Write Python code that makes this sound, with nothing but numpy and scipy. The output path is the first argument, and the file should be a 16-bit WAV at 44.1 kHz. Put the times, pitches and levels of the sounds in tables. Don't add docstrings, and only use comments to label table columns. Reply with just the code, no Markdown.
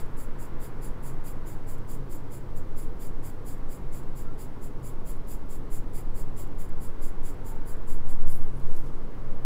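import sys
import numpy as np
from scipy import signal
from scipy.fft import rfft, irfft, next_fast_len
from scipy.io import wavfile
from scipy.ndimage import uniform_filter1d

SR = 44100
rng = np.random.default_rng(int(sys.argv[2]) if len(sys.argv) > 2 else 0)


def file_out(sig):
    cols = np.atleast_2d(sig).T
    lim = np.clip(cols, -1, 1)
    pcm = np.round(lim * 32767).astype(np.int16)
    wavfile.write(sys.argv[1], SR, pcm)


def magnitude_from_level(level_db):
    exponent = np.asarray(level_db, float) / 20
    return 10 ** exponent


N = 416742

# touch in seconds, length in seconds, level in dB before the stroke shape,
# loudest point as a share of the length, extra level of the lower pencil modes in dB.
STROKES = [(-0.054, 0.077, -47, 0.46, 5), (0.169, 0.092, -52, 0.35, -2), (0.386, 0.089, -53, 0.3, -1),
           (0.6, 0.089, -51.5, 0.46, 1.5), (0.815, 0.088, -52, 0.37, 2), (1.029, 0.09, -51, 0.41, 0),
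           (1.24, 0.089, -50.5, 0.38, 0), (1.458, 0.093, -52.5, 0.3, 1), (1.669, 0.09, -53, 0.33, -1),
           (1.877, 0.095, -52.5, 0.37, -0.5), (2.096, 0.087, -52, 0.37, 0), (2.308, 0.086, -54, 0.32, 1),
           (2.555, 0.054, -55, 0.37, -3), (2.761, 0.095, -52, 0.41, -1), (2.994, 0.096, -51.5, 0.35, 1),
           (3.228, 0.089, -51, 0.37, 0), (3.451, 0.1, -51, 0.37, -0.5), (3.685, 0.1, -53.5, 0.39, 0.5),
           (3.918, 0.096, -54, 0.31, 1), (4.154, 0.09, -53, 0.39, 0.5), (4.379, 0.086, -52.5, 0.37, 1),
           (4.613, 0.076, -53.5, 0.37, -1), (4.83, 0.089, -51.5, 0.44, -1), (5.052, 0.091, -51, 0.55, 0),
           (5.273, 0.091, -50, 0.41, 0), (5.491, 0.092, -53, 0.34, 0.5), (5.704, 0.095, -49, 0.4, -1),
           (5.932, 0.091, -50.5, 0.37, 1), (6.145, 0.092, -52, 0.43, -1), (6.361, 0.088, -51, 0.39, 1),
           (6.58, 0.086, -53, 0.34, 1), (6.8, 0.092, -54, 0.37, 0), (7.011, 0.091, -51.5, 0.34, 0),
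           (7.231, 0.094, -51, 0.48, 0), (7.444, 0.09, -52.5, 0.48, -1), (7.658, 0.089, -53.5, 0.37, -2),
           (7.869, 0.095, -51.5, 0.42, -2), (8.077, 0.073, -54, 0.32, 0), (8.262, 0.078, -52.5, .55, -1)]
# centre in seconds, peak level in dB.
GRAZES = [(0.061, -67), (1.141, -70.2), (1.568, -74), (1.783, -62), (2.202, -76), (2.406, -73),
          (2.972, -75.5), (3.343, -71), (3.581, -66), (4.036, -72.5), (5.165, -68.8), (6.476, -69),
          (6.693, -62), (7.343, -66), (7.557, -66), (7.769, -73.5)]
# frequency in Hz, width of one pass in Hz, relative gain in dB.
PENCIL_MODES = [(2100, 900, -10.5), (3310, 1000, -14.5), (4764, 660, -9), (6120, 540, -16), (7015, 550, -4),
                (7510, 710, -1), (8300, 950, -6), (9500, 1600, -12), (10350, 870, 0), (11730, 440, -9),
                (12200, 550, -6), (13500, 530, -9.5), (13900, 520, 0.5), (15000, 550, -5), (15400, 510, -8)]
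# frequency in Hz, width in Hz, relative level in dB.
METAL_MODES = [(9470, 55, 0), (10785, 50, 0), (11030, 40, -6), (11712, 50, 0), (13200, 50, 0),
               (14040, 90, 1), (14300, 40, -7)]
# peak in seconds, then the levels in dB of the low,
# middle and high modes, before each mode's own level.
JOLTS = [(8.135, -72, -82, -76), (8.23, -74, -81, -86), (8.318, -54.5, -61, -59), (8.355, -67, -67, -66),
         (8.445, -71, -75, -79), (8.57, -67, -82, -77), (8.772, -64, -72, -62)]
# loudest moment in seconds, length in seconds, peak level in dB.
RUSTLES = [(8.36, 0.067, -70), (8.42, .05, -71), (8.6, 0.21, -71), (8.753, 0.14, -66), (8.87, .08, -70),
           (8.97, .08, -74)]
# start in seconds, starting level in dB, centre in Hz,
# width in Hz, fade time in seconds.
TICKS = [(8.227, -53, 9000, 12000, 0.0036), (8.32, -62, 5450, 900, 0.025), (8.599, -60, 9000, 9000, .004),
         (8.61, -64, 4250, 500, .012), (8.764, -58, 7000, 8000, .005), (8.86, -67, 5000, 3000, .02)]
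# time in seconds, gust level in dB.
AIR_GUSTS = [(0.05, -24.5), (0.85, -29), (1.32, -36), (1.55, -25.5), (2.1, -28.5), (2.6, -25), (3.1, -22),
             (3.3, -32.5), (4.22, -23.5), (4.5, -29.5), (5.95, -22), (7.15, -20.5), (7.4, -31), (7.92, -14),
             (8.21, -9), (8.52, -15), (8.73, -12), (8.95, -22.5), (9.4, -18)]
# time in seconds, level in dB.
ROOM_LEVEL = [(0.05, -50.5), (1.08, -51), (2.33, -55), (3.73, -54), (5.49, -55.5), (7.69, -52), (8.42, -54),
              (9.35, -53)]
# frequency in Hz, relative density in dB per Hz.
ROOM_SPECTRUM = [(12, 30), (25, -8.5), (33, 8), (47, -1.5), (78, -9.5), (160, -9), (490, -14), (540, -18.5),
                 (720, -22.5), (950, -20.5), (1500, -27.5), (2200, -36), (2450, -38.5), (7000, -54)]
# frequency in Hz, width of one pass in Hz, rms level in dB.
HUMS = [(21.78, 2.8, -38.5), (92.28, 2.2, -52.5), (99.73, 1.37, -54), (128.22, 3.06, -50.5),
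        (132.9, 3.04, -51.5), (290.3, 19.3, -61), (491.8, 8.2, -69), (1109, 32, -68.5), (2104, 134, -74.5),
        (10600, 130, -94)]
# time in seconds, rms level in dB.
WHINE_LEVEL = [(0, -83), (2, -83), (6, -85), (8.5, -90), (9.45, -92)]
# centre in seconds, length in seconds, frequency in Hz, peak in dB.
PEEPS = [(4.292, .07, 1360, -53), (7.515, 0.22, 896, -52), (9.3, 0.32, 573, -54)]
# frequency in Hz, relative density in dB per Hz.
HISS_SPECTRUM = [(500, 16), (5000, 4.5), (10000, -2), (16000, -22)]


def clock():
    return np.arange(N) / SR


def in_time(rows):
    seconds, level = np.transpose(rows)
    return np.interp(clock(), seconds, level)


def bell(t, centre, length):
    return np.exp(-((t - centre) / length * 2) ** 2)


def rms_one(x):
    return x / np.sqrt(np.mean(x ** 2) + 1e-20)


def resonance(x, hz, width_hz):
    r = np.exp(-np.pi * width_hz / SR)
    zeros = np.array([1, 0, -1]) * (1 - r * r) / 2
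    poles = [1, -2 * r * np.cos(2 * np.pi * hz / SR), r * r]
    return signal.lfilter(zeros, poles, x)


def resonance_twice(x, hz, width_hz):
    return resonance(resonance(x, hz, width_hz), hz, width_hz)


def narrow_noise(hz, width_hz):
    white = rng.standard_normal(N + SR)
    return rms_one(resonance_twice(white, hz, width_hz)[SR:])


def coloured(spectrum):
    size = next_fast_len(N)
    hz = np.maximum(np.arange(size // 2 + 1) * SR / size, 1)
    point_hz, point_db = np.transpose(spectrum)
    shape_db = np.interp(np.log(hz), np.log(point_hz), point_db, left=-80)
    return irfft(rfft(rng.standard_normal(size)) * magnitude_from_level(shape_db), size)[:N]


def drift(rate):
    knots = rng.standard_normal(1000)
    return np.interp(clock() * rate, np.arange(1000), knots) * np.sqrt(1.5)


def grains(per_s, spread_db):
    sizes_db = spread_db * np.minimum(rng.exponential(1, N), 5)
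    clicks = magnitude_from_level(sizes_db) * rng.choice([-1, 1], N)
    return rms_one(clicks * (rng.random(N) < per_s / SR))


def strokes():
    landing_s, lift_s, glow_s = 0.013, 0.019, 0.06
    shape_db = [-39, -11, -1.5, 1.5, -3.5, -13.5, -39]
    t, drag = clock(), np.zeros(N)
    for touch, length, db, top, _ in STROKES:
        near = slice(max(int((touch - 0.03) * SR), 0), int((touch + length + 0.12) * SR))
        since_touch = np.array([-landing_s, 0, top * length / 2, top * length,
                                length - lift_s, length, length + glow_s])
        curve_db = np.interp(t[near], touch + since_touch, shape_db, left=-150, right=-150)
        drag[near] += magnitude_from_level(db + curve_db)
    return drag


def grazes():
    graze_s = 0.005
    t, drag = clock(), np.zeros(N)
    for s, db in GRAZES:
        near = slice(int((s - 0.03) * SR), int((s + 0.03) * SR))
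        drag[near] += magnitude_from_level(db) * np.exp(-((t[near] - s) / graze_s) ** 2)
    return drag


def low_colour():
    touch, *_, low_db = np.transpose(STROKES)
    stroke = np.searchsorted(touch - 0.05, clock()) - 1
    return low_db[np.maximum(stroke, 0)]


def body(trains):
    return [magnitude_from_level(db) * resonance_twice(trains[k % 2], hz, width_hz)
            for k, (hz, width_hz, db) in enumerate(PENCIL_MODES)]


def pencil():
    rasp = magnitude_from_level(0.75 * drift(70))
    tooth = np.array([grains(30000, spread_db=2.2), grains(30000, spread_db=2.2)]) * rasp
    scale = np.std(sum(body(tooth)))
    drag = strokes() + grazes()
    low_db = low_colour()
    out = np.zeros(N)
    for (hz, *_), mode in zip(PENCIL_MODES, body(tooth * drag + 1e-18)):
        colour_db = low_db if hz < 6300 else 0
        flicker_db = 0.6 * drift(8) + 1.0 * drift(60)
        out += mode * magnitude_from_level(colour_db + flicker_db)
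    return out / scale


def jingle():
    rise_db_per_s, fade_db_per_s = 500, 260
    t = clock()
    shaking = np.zeros((3, N))
    for s, *group_db in JOLTS:
        below_peak_db = np.maximum(rise_db_per_s * (s - t), fade_db_per_s * (t - s))
        shaking += magnitude_from_level(np.array(group_db)[:, None] - below_peak_db)
    out = np.zeros(N)
    for hz, width_hz, db in METAL_MODES:
        group = int(hz > 10000) + int(hz > 12500)
        ringing = rms_one(resonance(grains(900, spread_db=1.0), hz, width_hz))
        out += magnitude_from_level(db) * shaking[group] * ringing
    return out


def rustle(fibres):
    t = clock()
    swell = sum(magnitude_from_level(db) * bell(t, s, length) for s, length, db in RUSTLES)
    return swell * rms_one(resonance_twice(fibres, 6000, 12000.0))


def ticks(fibres):
    t, out = clock(), np.zeros(N)
    for s, db, hz, width_hz, fade in TICKS:
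        decay = (t >= s) * np.exp(-np.maximum(t - s, 0) / fade)
        out += magnitude_from_level(db) * decay * rms_one(resonance(fibres, hz, width_hz))
    return out


def air():
    swing = narrow_noise(6.89, 4.05)
    size = np.sqrt(uniform_filter1d(swing ** 2, size=SR // 4) + 0.033)
    low_pass = signal.butter(4, 13, fs=SR, output="sos")
    return signal.sosfilt(low_pass, magnitude_from_level(in_time(AIR_GUSTS)) * swing / size)


def rumble():
    noise = coloured(ROOM_SPECTRUM)
    middle = resonance(noise, 1200, 2500.0)
    rest = noise - middle
    return (magnitude_from_level(-52.5) * rest + magnitude_from_level(in_time(ROOM_LEVEL)) * middle) / np.std(middle)


def hums():
    steady = sum(magnitude_from_level(db) * narrow_noise(hz, width_hz) for hz, width_hz, db in HUMS)
    whine = magnitude_from_level(in_time(WHINE_LEVEL)) * narrow_noise(13700, 150)
    return steady + whine


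def peeps():
    t = clock()
    return sum(magnitude_from_level(db) * bell(t, s, length) * np.sin(2 * np.pi * hz * t) for s, length, hz, db in PEEPS)


def hiss():
    return magnitude_from_level(-69) * rms_one(coloured(HISS_SPECTRUM))


def scene():
    fibres = grains(6000, spread_db=2.5)
    hand = jingle() + rustle(fibres) + ticks(fibres)
    room = rumble() + hums() + peeps() + hiss()
    return (pencil() + hand + air() + room)[None]


def band_limit(x):
    return signal.sosfilt(signal.butter(12, 15980, fs=SR, output="sos"), x)


def record(dry):
    top_cut = signal.ellip(12, 0.2, 50, 15770, fs=SR, output="sos")
    return band_limit(signal.sosfilt(top_cut, dry))


dry = scene()
out = record(dry)
file_out(out)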